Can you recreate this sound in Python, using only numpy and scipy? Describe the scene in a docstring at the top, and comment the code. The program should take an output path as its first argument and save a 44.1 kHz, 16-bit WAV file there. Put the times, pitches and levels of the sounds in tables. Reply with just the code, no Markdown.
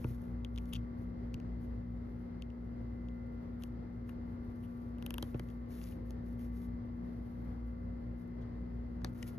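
"""Fingers seat a small plastic brick on a baseplate lying on a cloth-covered table, then tap it.
Brick: grainy slip forces ring damped modes of plate, brick, studs and edges, plus a dry crack;
it ticks and scrapes over the studs and creaks home in a run of snaps.
Presses thud as low table modes; skin rustles on cloth as coloured noise with tiny snags.
Behind: beating appliance motors, mains hum and whine from sines, and air from filtered noise."""
import sys
import numpy as np
from scipy import signal
from scipy.fft import rfft, irfft
from scipy.io import wavfile

SR = 44100
rng = np.random.default_rng(int(sys.argv[2]) if len(sys.argv) > 2 else 0)


def materialize(psi):
    """Save the field psi as 16-bit PCM at rate SR to the path in sys.argv[1].

    A 1-D psi becomes a single channel; in a 2-D psi each row is a channel.
    """
    bounded = np.clip(np.atleast_2d(psi).T, -1, 1)
    quanta = np.round(bounded * 32767).astype(np.int16)
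    wavfile.write(sys.argv[1], SR, quanta)


N = 413658
TIME = np.arange(N) / SR
FREQS = np.arange(N // 2 + 1) * SR / N
LEAD_S = 0.003  # silence ahead of each slip in its buffer


def undb(db):
    """Decibels to gain."""
    return 10 ** (np.asarray(db) / 20)


def unit(x):
    """Scale to rms 1."""
    return x / np.sqrt(np.mean(x ** 2) + 1e-30)


def over_hz(rows, axis=1, freqs=FREQS):
    """One column of a table, interpolated along log frequency."""
    rows = np.array(rows, float)
    return np.interp(np.log(freqs + 1), np.log(rows[:, 0]), rows[:, axis])


def noise(gain):
    """Noise with the given gain at each frequency."""
    return irfft(rfft(rng.standard_normal(N)) * gain, N)


def walk(rate_hz):
    """Slow random wander of rms 1."""
    return unit(noise(1 / (1 + (FREQS / rate_hz) ** 4)))


def pan(left_minus_right_db):
    """Left and right gains for a level difference."""
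    return undb(np.array([[left_minus_right_db], [-left_minus_right_db]]) / 2)


def add(out, start_s, sound):
    """Mix a stereo sound in at a time."""
    i = max(int(start_s * SR), 0)
    out[:, i:i + sound.shape[1]] += sound[:, :N - i]


def bricks(tilt_share=0.49, even_edge_db=-9):
    """Ticks, scrapes and snaps on the studs; grip tunes and damps the brick, the spot pressed tunes the plate."""
    # contacts of brick and plate: t/s, slip length/ms, brick pitch/Hz, plate pitch/Hz, ring time factor,
    # relative brick level/dB, then level re brick/dB of plate, studs, edges, dry crack
    contacts = [(0.0428, 2.3, 2720, 1160, 1.4, -56.5, 7, -20, -24, -20),
                (0.2177, 1, 3200, 1200, 1, -84, -6, 2, 10, -6),
                (0.447, 1.1, 3320, 1180, 0.57, -51.5, -20, -11, -17.5, -10),
                (0.5598, 2.1, 3500, 1190, 1, -66, -7, -6, -10, -6),
                (0.577, 0.5, 3500, 1500, .7, -54, -9, -16, -18, -8),
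                (0.5837, 0.82, 3000, 1400, 0.61, -56.5, -13, -12, -19, -6),
                (0.656, 1.3, 3300, 1190, 1, -79, -3, 4, 1, -6),
                (0.725, 4.7, 3120, 1190, 1, -57, -9, -17, -22, -16),
                (0.7321, 0.7, 3180, 1190, 1, -51, -15, -12.5, -10, -16),
                (0.735, 1.2, 3240, 1190, 1.2, -50.5, -16, -9, -5.5, -7),
                (0.7384, 2.2, 3200, 1190, 1.2, -61, -16, -7, -4, -8),
                (0.746, 1.7, 3180, 1190, 1, -59, -16, -7, -18, -4),
                (0.75, 6.5, 3250, 1190, 0.8, -51, -19, -14, -17, -13),
                (0.7563, 10, 3230, 1190, 1.2, -52.5, -16, -9, -20, -15),
                (1.3416, 1.8, 2800, 1290, 0.99, -56.5, -9, -4, -11.5, -2),
                (1.4, 1.5, 2810, 1190, 1, -67.5, -8, -9, -16, -6),
                (2.4218, 0.36, 3120, 1190, 1.3, -56, -16, -10, -16, -12),
                (2.5023, 0.67, 3000, 1190, 0.91, -71.5, -3, -14, -21, -10),
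                (3.085, 1.4, 3260, 1190, 0.84, -69.5, -2, -12, -21, -11),
                (3.622, 1.6, 3240, 1190, 0.9, -66, -3, -11, -7, -10),
                (3.636, 1.14, 2870, 1550, 0.46, -59.5, -5, -10, -3, 1),
                (4.0897, 6.6, 2800, 1390, 0.68, -64, 6, -16, -5, -12),
                (4.626, 28, 2960, 1190, 1, -68.5, 0, -15, -3.5, -14),
                (4.9833, 1.6, 2900, 1190, 1, -70.5, 4, -15, -8, -12),
                (5.0248, 0.66, 2930, 1330, .8, -59.5, 1.5, -14, -8, -10),
                (5.0626, 1.4, 2990, 1050, 1.2, -50, -6, -12, -2, -24),
                (5.1055, 1.3, 2900, 1350, 1, -50, -2.5, -9, -3.5, -18),
                (5.1406, 0.94, 2920, 1320, 1.1, -51, -6, -11, -2.5, -18),
                (5.181, 1.1, 3160, 1200, .9, -47.5, 0, -12, -5, -18),
                (5.2252, 0.84, 3450, 1220, 1.2, -52.5, -7, -4.5, -1.5, -8),
                (5.2267, 0.57, 3420, 1160, 1.1, -50.5, 0, -10, -12, -8),
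                (5.344, 1, 2720, 1180, 1.2, -63, 5, -23, -25, -16),
                (5.4875, 0.88, 3000, 1190, 1, -73, 0, -10, -7, -5),
                (5.501, 1.5, 3200, 1190, 1.5, -73.5, -3, -7, -8, -4),
                (5.814, 2.7, 2800, 1500, 1, -66.5, 2, -9, -12, -4),
                (5.834, 2, 3400, 1190, 1, -80, -3, 9, -3, -6),
                (5.8395, 0.8, 3400, 1190, 1, -74, -3, 10, -5, -3),
                (5.921, 4.3, 2900, 1190, 4.5, -68.5, -10, -15, -6, -18),
                (6.107, 0.82, 2720, 1450, 0.54, -68.5, -6, -1, -1, 3),
                (6.393, 1.4, 3020, 1190, 1, -76, -3, -8, 3.5, -6),
                (8.41, 19, 3540, 1190, 1, -74.5, 0, -6, -16, -7),
                (9.017, 1.8, 3000, 1400, 1, -80, 18, -2, -13, 0),
                (9.055, 22, 4000, 1190, 1, -70, -8, -1, -14, -10)]
    # modes of loose brick and plate, three each for plate, brick, studs, edges: f/Hz, t60/ms, level/dB
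    plastic_modes = np.array([(913, 17, 0.5), (1232, 10, -1), (1520, 11, 2), (2610, 5, 0), (3070, 6, 4.5),
                              (3620, 3.7, -0.5), (4550, 6, -1.5), (5720, 5.9, -4), (6870, 3, 0.5),
                              (9330, 3.3, -0.5), (10900, 4.8, -0.5), (12300, 1.9, 3.5)])
    out = np.zeros((2, N))
    plate_mode_hz, brick_mode_hz = plastic_modes[[1, 4], 0]
    for t_s, slip_ms, brick_hz, plate_hz, ringing, db, plate_db, stud_db, edge_db, crack_db in contacts:
        part_db = db + np.array([plate_db, 0, stud_db, edge_db])
        modes = plastic_modes * [1, ringing, 1]
        tunings = [plate_hz / plate_mode_hz, brick_hz / brick_mode_hz, 1, 1]
        # a soft contact barely rings the edges and favours lower modes (dB per octave)
        tilt_db = tilt_share * (edge_db - even_edge_db)
        body = click(modes, slip_ms, part_db, tunings, [0, tilt_db, tilt_db, tilt_db])
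        add(out, t_s - LEAD_S, body + undb(db + crack_db) * crack(slip_ms))
    return out


def click(mode_table, slip_ms, part_db, tunings, tilts_db, scatter=0.029):
    """A slip rings each part of the plastic; each contact point shifts the modes a little."""
    force, out = slip(slip_ms), 0
    parts = np.split(np.array(mode_table), len(part_db))
    for modes, db, tuning, tilt_db in zip(parts, part_db, tunings, tilts_db):
        part = 0
        for k, (hz, t60_ms, mode_db) in enumerate(modes):
            hz = hz * tuning * np.exp(scatter * rng.standard_normal())
            gain = undb(mode_db + tilt_db * np.log2(hz / modes[1, 0]))
            part = part + (-1) ** k * gain * unit(ring(force, hz, t60_ms).imag)
        # each part radiates well only around its own modes
        edges_hz = [0.77 * tuning * modes[0, 0], 1.04 * tuning * modes[-1, 0]]
        band = signal.butter(1, edges_hz, "bandpass", fs=SR, output="sos")
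        out = out + undb(db) * unit(signal.sosfilt(band, part))
    return from_plate(out) / 2


def slip(slip_ms, grit=0.74, flat=0.97):
    """The force of one slip: a short cluster of tiny catches with a nearly even spectrum."""
    t_s = np.arange(int(0.04 * SR)) / SR - LEAD_S
    age = np.maximum(1000 * t_s / slip_ms, 0)  # in slip lengths
    catches = rng.standard_normal(len(t_s)) * np.exp(grit * rng.standard_normal(len(t_s)))
    force = rfft(age * np.exp(-2 * age ** 2) * catches)
    size = abs(force)
    return irfft(force / (size + 0.064 * size.mean()) ** flat)


def ring(push, hz, t60_ms):
    """One damped mode driven by a force, as a rotating phasor."""
    pole = np.exp((2j * np.pi * hz - np.log(1000) * 1000 / t60_ms) / SR)
    return signal.lfilter([1, -1], [1, -pole], push)


def crack(slip_ms):
    """The dry, pitchless snap of the contact itself: a slip force without modes."""
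    # passband edges: f/Hz
    band_hz = [1600, 6500]
    band = signal.butter(2, band_hz, "bandpass", fs=SR, output="sos")
    return from_plate(unit(signal.sosfilt(band, slip(slip_ms)))) / 2


def from_plate(x):
    """Carry a sound from the plate to the two sides, each with its own phase and level."""
    # stereo path from the plate: f/Hz, left lead/rad, left minus right/dB
    paths = [(550, 1, -1), (950, 1, 4), (1500, 2, 7), (2280, 0.86, 4.5), (3200, 1.25, 7), (4370, 1.3, 6.5),
             (5140, 1.9, 6.5), (8930, -4, -1.5), (10200, -5, 0), (13300, -7.5, -0.5), (15300, -9, 0.5)]
    freqs = np.fft.rfftfreq(len(x), 1 / SR)
    level = undb(over_hz(paths, axis=2, freqs=freqs) / 2)
    lean = level * np.exp(0.5j * over_hz(paths, freqs=freqs))
    sides = np.array([lean, 1 / lean])
    sides = sides / np.sqrt(np.mean(abs(sides) ** 2, axis=0))
    return irfft(rfft(x) * sides, len(x))


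def taps():
    """The seated brick and the plate ring as one body when a finger lands or lets go."""
    # finger contacts: t/s, slip length/ms, then relative level/dB of plate, bending plate, brick, studs, edges
    touches = [(5.3943, 2.1, -53, -54, -62, -66, -61), (9.0452, 1.1, -43, -62, -46.5, -53, -55.5),
               (9.2263, 2.8, -67, -50, -61, -55.5, -61)]
    # modes once locked together, three for each of those five parts: f/Hz, t60/ms, level/dB
    seated_modes = [(730, 27, 1.5), (1240, 8.3, -1.5), (1660, 13, 4), (1930, 13, 4.5), (2300, 14, -2.5),
                    (3000, 12, 3.5), (3670, 13, 0), (4000, 13, -2), (4870, 5.9, 4.5), (5650, 9, 1),
                    (6320, 6.4, -4), (7240, 4, 1), (8850, 4, 3.5), (11000, 4.3, -1), (12800, 3, 1)]
    out = np.zeros((2, N))
    for t_s, slip_ms, *part_db in touches:
        tunings, tilts_db = np.ones(len(part_db)), np.zeros(len(part_db))
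        add(out, t_s - LEAD_S, click(seated_modes, slip_ms, part_db, tunings, tilts_db))
    return out


def table(spread_rad=0.48, scuff_db=1, scuff_s=0.015, bloom_cycles=0.4):
    """A press through the cloth: high modes die at once, a low one booms on; soft fingers reach only the lowest."""
    # presses that reach the table: t/s, relative level/dB, contact hardness as corner f/Hz
    presses = [(0.0453, -27.5, 330), (0.104, -33, 170), (1.343, -20.5, 62), (5.062, -50, 1200),
               (5.106, -49, 1200), (5.141, -48, 1200), (5.182, -47, 750), (5.226, -37, 900),
               (5.345, -30.5, 650), (5.358, -41, 300), (5.396, -37, 450), (9.029, -29, 65),
               (9.0466, -40, 1300)]
    # table modes: f/Hz, t60/ms, level/dB
    table_modes = [(88, 130, -8), (121.5, 175, 1), (238, 63, -3), (335, 43, 1.5), (461, 47, -4),
                   (580, 32, -1.5), (790, 16, -6)]
    out, t = np.zeros((2, N)), np.arange(SR // 3) / SR
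    for t_s, db, corner_hz in presses:
        # the plate scuffs on the cloth as it is pushed down
        dull = signal.butter(2, corner_hz, fs=SR, output="sos")
        scuff = rng.standard_normal((2, len(t))) * np.exp(-t / scuff_s)
        thud = undb(scuff_db) * signal.sosfilt(dull, scuff)
        for k, (hz, t60_ms, mode_db) in enumerate(table_modes):
            phase = spread_rad * hz / 600 * rng.standard_normal((2, 1))  # spread at 600 Hz
            fade = np.exp(-np.log(1000) * 1000 * t / t60_ms)
            bloom = 1 - np.exp(-(t * hz / bloom_cycles) ** 2)
            gain = (-1) ** k * undb(mode_db) / (1 + (hz / corner_hz) ** 2)
            thud = thud + gain * bloom * fade * np.sin(2 * np.pi * hz * t + phase)
        add(out, t_s, undb(db) * thud)
    return out


def rustle(rub_db=11.5, grain_db=-0.5, catch_db=1.5, apart=0.11, snag_db=-9, snags_per_s=90, resting_db=-102):
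    """Skin drags over threads: a fine grainy hiss, with tiny ticks where a thread snags and lets go."""
    # strokes of skin over cloth and plastic: start t/s, length/s, level before rub_db/dB
    strokes = [(-0.04, 0.19, -80.5), (0.148, 0.16, -91.5), (0.516, 0.27, -89), (0.958, 0.078, -92.5),
               (1.59, 0.056, -87), (2.019, 0.28, -100), (3.37, 0.099, -100), (3.58, 0.077, -85.5),
               (4.053, 0.042, -86), (4.274, 0.046, -92), (4.423, 0.48, -92.5), (4.986, 0.56, -88.5),
               (5.205, 0.092, -82), (5.676, 0.25, -76.5), (6.034, 0.088, -88.5), (6.23, 0.089, -87.5),
               (6.368, 0.086, -81), (6.508, 0.14, -83.5), (7.016, 0.52, -94), (7.63, 0.057, -95),
               (8.164, 0.062, -91), (9.058, 0.045, -90), (9.115, 0.14, -80.5), (9.254, 0.033, -71.5)]
    # relative spectrum of the rub: f/Hz, density/dB per Hz
    rub_colour = [(300, -8), (1500, 7), (3000, 3.5), (4500, 2), (6500, 0), (8200, -3.5), (10500, 4.5),
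                  (13000, 5), (15500, -10.5)]
    colour = undb(over_hz(rub_colour))
    snags = (rng.random(N) < snags_per_s / SR) * rng.standard_normal(N)
    drag = unit(rng.standard_normal(N)) + undb(snag_db) * unit(snags)
    hiss = from_plate(irfft(rfft(drag) * colour, N))
    hiss = hiss + apart * np.array([noise(colour), noise(colour)])
    grains = undb(grain_db * walk(390) + catch_db * walk(32))
    power = undb(resting_db) ** 2  # fingers that only lie on plate and cloth
    for start_s, length_s, db in strokes:
        power = power + (undb(db) * stroke(start_s, length_s)) ** 2
    return unit(hiss * grains) * undb(rub_db) * np.sqrt(power)


def stroke(start_s, length_s, attack_s=0.033, release_s=0.033, arch_db=3.5):
    """A finger gathers speed, slides fastest in mid-stroke and comes to rest."""
    rise = np.clip((TIME - start_s) / attack_s, 0, 1)
    arch = np.sin(np.pi * np.clip((TIME - start_s) / (length_s + attack_s), 0, 1))
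    release = np.exp(-np.maximum(TIME - start_s - length_s, 0) / release_s)
    return rise * undb(arch_db * (arch - 1)) * release


def hum(mains_drift_rad=0.077, whine_drift_rad=0.02, waver_db=0.85, whine_waver_db=2.5,
        drone_left_db=4.0, shaft_hz=58.25):
    """The motors rumble, throb in narrow low bands and whine over the mains hum."""
    # throbbing bands: f/Hz, nominal width/Hz, level before rumble level/dB
    drone = [(56.3, 5.3, -59), (92.56, 1.7, -59.5), (113, 5.7, -59.5)]
    # level of rumble and throb: t/s, level/dB
    rumble_level = [(0, 1.5), (1.6, 1.5), (3.2, -1.5), (4.6, -4.5), (6.4, 0.5), (7.6, 0.5), (9.38, 1)]
    # mains hum: f/Hz, level/dB, left minus right/dB, left lead/rad
    mains = [(240, -43.5, 4, 0.22), (480, -70.5, -8.5, 0.98)]
    # motor whine: shaft order (rounded for pitch), level/dB, level offset/dB,
    # left minus right/dB, left lead/rad
    whine = [(9, -69, 3.5, -14.5, 3), (15, -81, 0.5, 0.5, 0), (18, -87.5, 6.5, -0.5, 1.5),
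             (20, -76.5, 7.5, 1, 2.5), (22, -76.5, -4, -4, -0.7), (24, -67.5, -9.5, -5, 1.8),
             (31.2, -88.5, 7, -2, -0.5), (32, -86.5, 1, -5.5, -1.5), (35, -74.5, -2.5, 1, -0.7),
             (36.5, -79.5, -2.5, 3.5, -1)]
    # share of the whine's level offset: t/s, share/0-1
    offset_share = [(5.6, 0.9), (6.0, 1), (9.0, 1), (9.2, 0.4)]
    out = rumble()
    for hz, width_hz, db in drone:
        band = unit(noise(1 / (1 + ((FREQS - hz) / width_hz * 1.47) ** 2)))
        out = out + undb(db) * band * pan(drone_left_db * hz / 100)
    out = out * undb(np.interp(TIME, *np.transpose(rumble_level)))
    for hz, db, left_db, lead_rad in mains:
        sine = tone(round(hz / 60) * 60, mains_drift_rad, lead_rad)
        out = out + undb(db + waver_db * walk(1)) * pan(left_db) * sine
    # each whine tone has its own level offset, nearly steady until it eases off near the end
    share = np.interp(TIME, *np.transpose(offset_share))
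    for order, db, offset_db, left_db, lead_rad in whine:
        level_db = db + offset_db * share + whine_waver_db * walk(1)
        sine = tone(round(order) * shaft_hz, whine_drift_rad * order, lead_rad)
        out = out + undb(level_db) * pan(left_db) * sine
    return out


def rumble(left_db=3.0, in_step_s=2.87):
    """Motors at slightly different rates beat against each other and swell together when they fall in step."""
    # turning rate of each motor: f/Hz
    motor_hz = [58.33, 53.95, 59.17]
    # same motors, before rumble level: level/dB at the turning rate, at twice, at three times
    motor_db = [(-44.5, -52.5, -55.5), (-53.5, -56.5, -76), (-57, -67.5, -57)]
    out, start = 0, rng.random()
    for hz, levels_db in zip(motor_hz, motor_db):
        turns = hz * (TIME - in_step_s) + start
        out = out + undb(levels_db[0]) * np.sin(2 * np.pi * turns)
        for k, db in enumerate(levels_db[1:], 2):
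            overtone = np.sin(2 * np.pi * (k * turns + rng.random()))
            out = out + undb(db) * pan(left_db * k / 2) * overtone
    return out


def tone(hz, drift_rad, lead_rad=0):
    """A stereo sine whose phase wanders slowly."""
    phase = 2 * np.pi * (hz * TIME + rng.random()) + drift_rad * walk(0.94)
    return np.sin(phase + np.array([[lead_rad], [0]]))


def air(swell_db=1.02):
    """Gently wavering rush of moving air, mostly alike on both sides in the bass and diffuse above."""
    # room air: f/Hz, density/dB per Hz
    air_spectrum = [(20, -97), (40, -74.5), (100, -70), (150, -76), (320, -79), (470, -85), (620, -86),
                    (1200, -100), (2050, -103), (2350, -112), (3700, -119), (4600, -117), (6200, -126),
                    (15000, -138)]
    # stereo balance of the air: f/Hz, side minus mid/dB, left minus right/dB
    air_stereo = [(63.4, -30, 3.5), (188, -9.5, -3.5), (365, -9, -0.5), (617, 6, 2), (1190, -1, 3.5),
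                  (2380, -1.5, 4.5), (4160, 1, 9), (8100, 10.5, 0.5)]
    gain = undb(over_hz(air_spectrum)) * np.sqrt(SR / 2)
    width, lean = undb(over_hz(air_stereo)), undb(over_hz(air_stereo, axis=2) / 2)
    mid, side = rfft(rng.standard_normal((2, N))) * gain / np.sqrt(1 + width ** 2)
    left, right = (mid + width * side) * lean, (mid - width * side) / lean
    return irfft(np.array([left, right]), N) * undb(swell_db * walk(4.9))


def room(x, wet_db=-28, t60_s=0.1, build_s=0.007, dull_hz=5000):
    """A faint short tail from the furnished room: decaying, dulled noise."""
    t = np.arange(SR // 3) / SR
    envelope = np.exp(-np.log(1000) * t / t60_s) * (1 - np.exp(-t / build_s))
    dull = signal.butter(1, dull_hz, fs=SR, output="sos")
    tail = signal.sosfilt(dull, rng.standard_normal((2, len(t))) * envelope)
    tail = unit(tail) / np.sqrt(len(t))
    return x + undb(wet_db) * signal.fftconvolve(x, tail, axes=1)[:, :N]


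def scene():
    """Hands and bricks in front, air and hum behind."""
    return room(bricks() + taps() + table() + rustle()) + air() + hum()


def record(dry, dip_s=9.1435, dip_half_s=0.003, top_hz=15600):
    """The level dips briefly; a steep low-pass ends the treble."""
    dip = 1 - np.exp(-((TIME - dip_s) / dip_half_s) ** 4)
    low_pass = signal.ellip(8, 0.2, 70, top_hz, fs=SR, output="sos")
    return signal.sosfilt(low_pass, dry * dip)


dry = scene()
out = record(dry)
materialize(out)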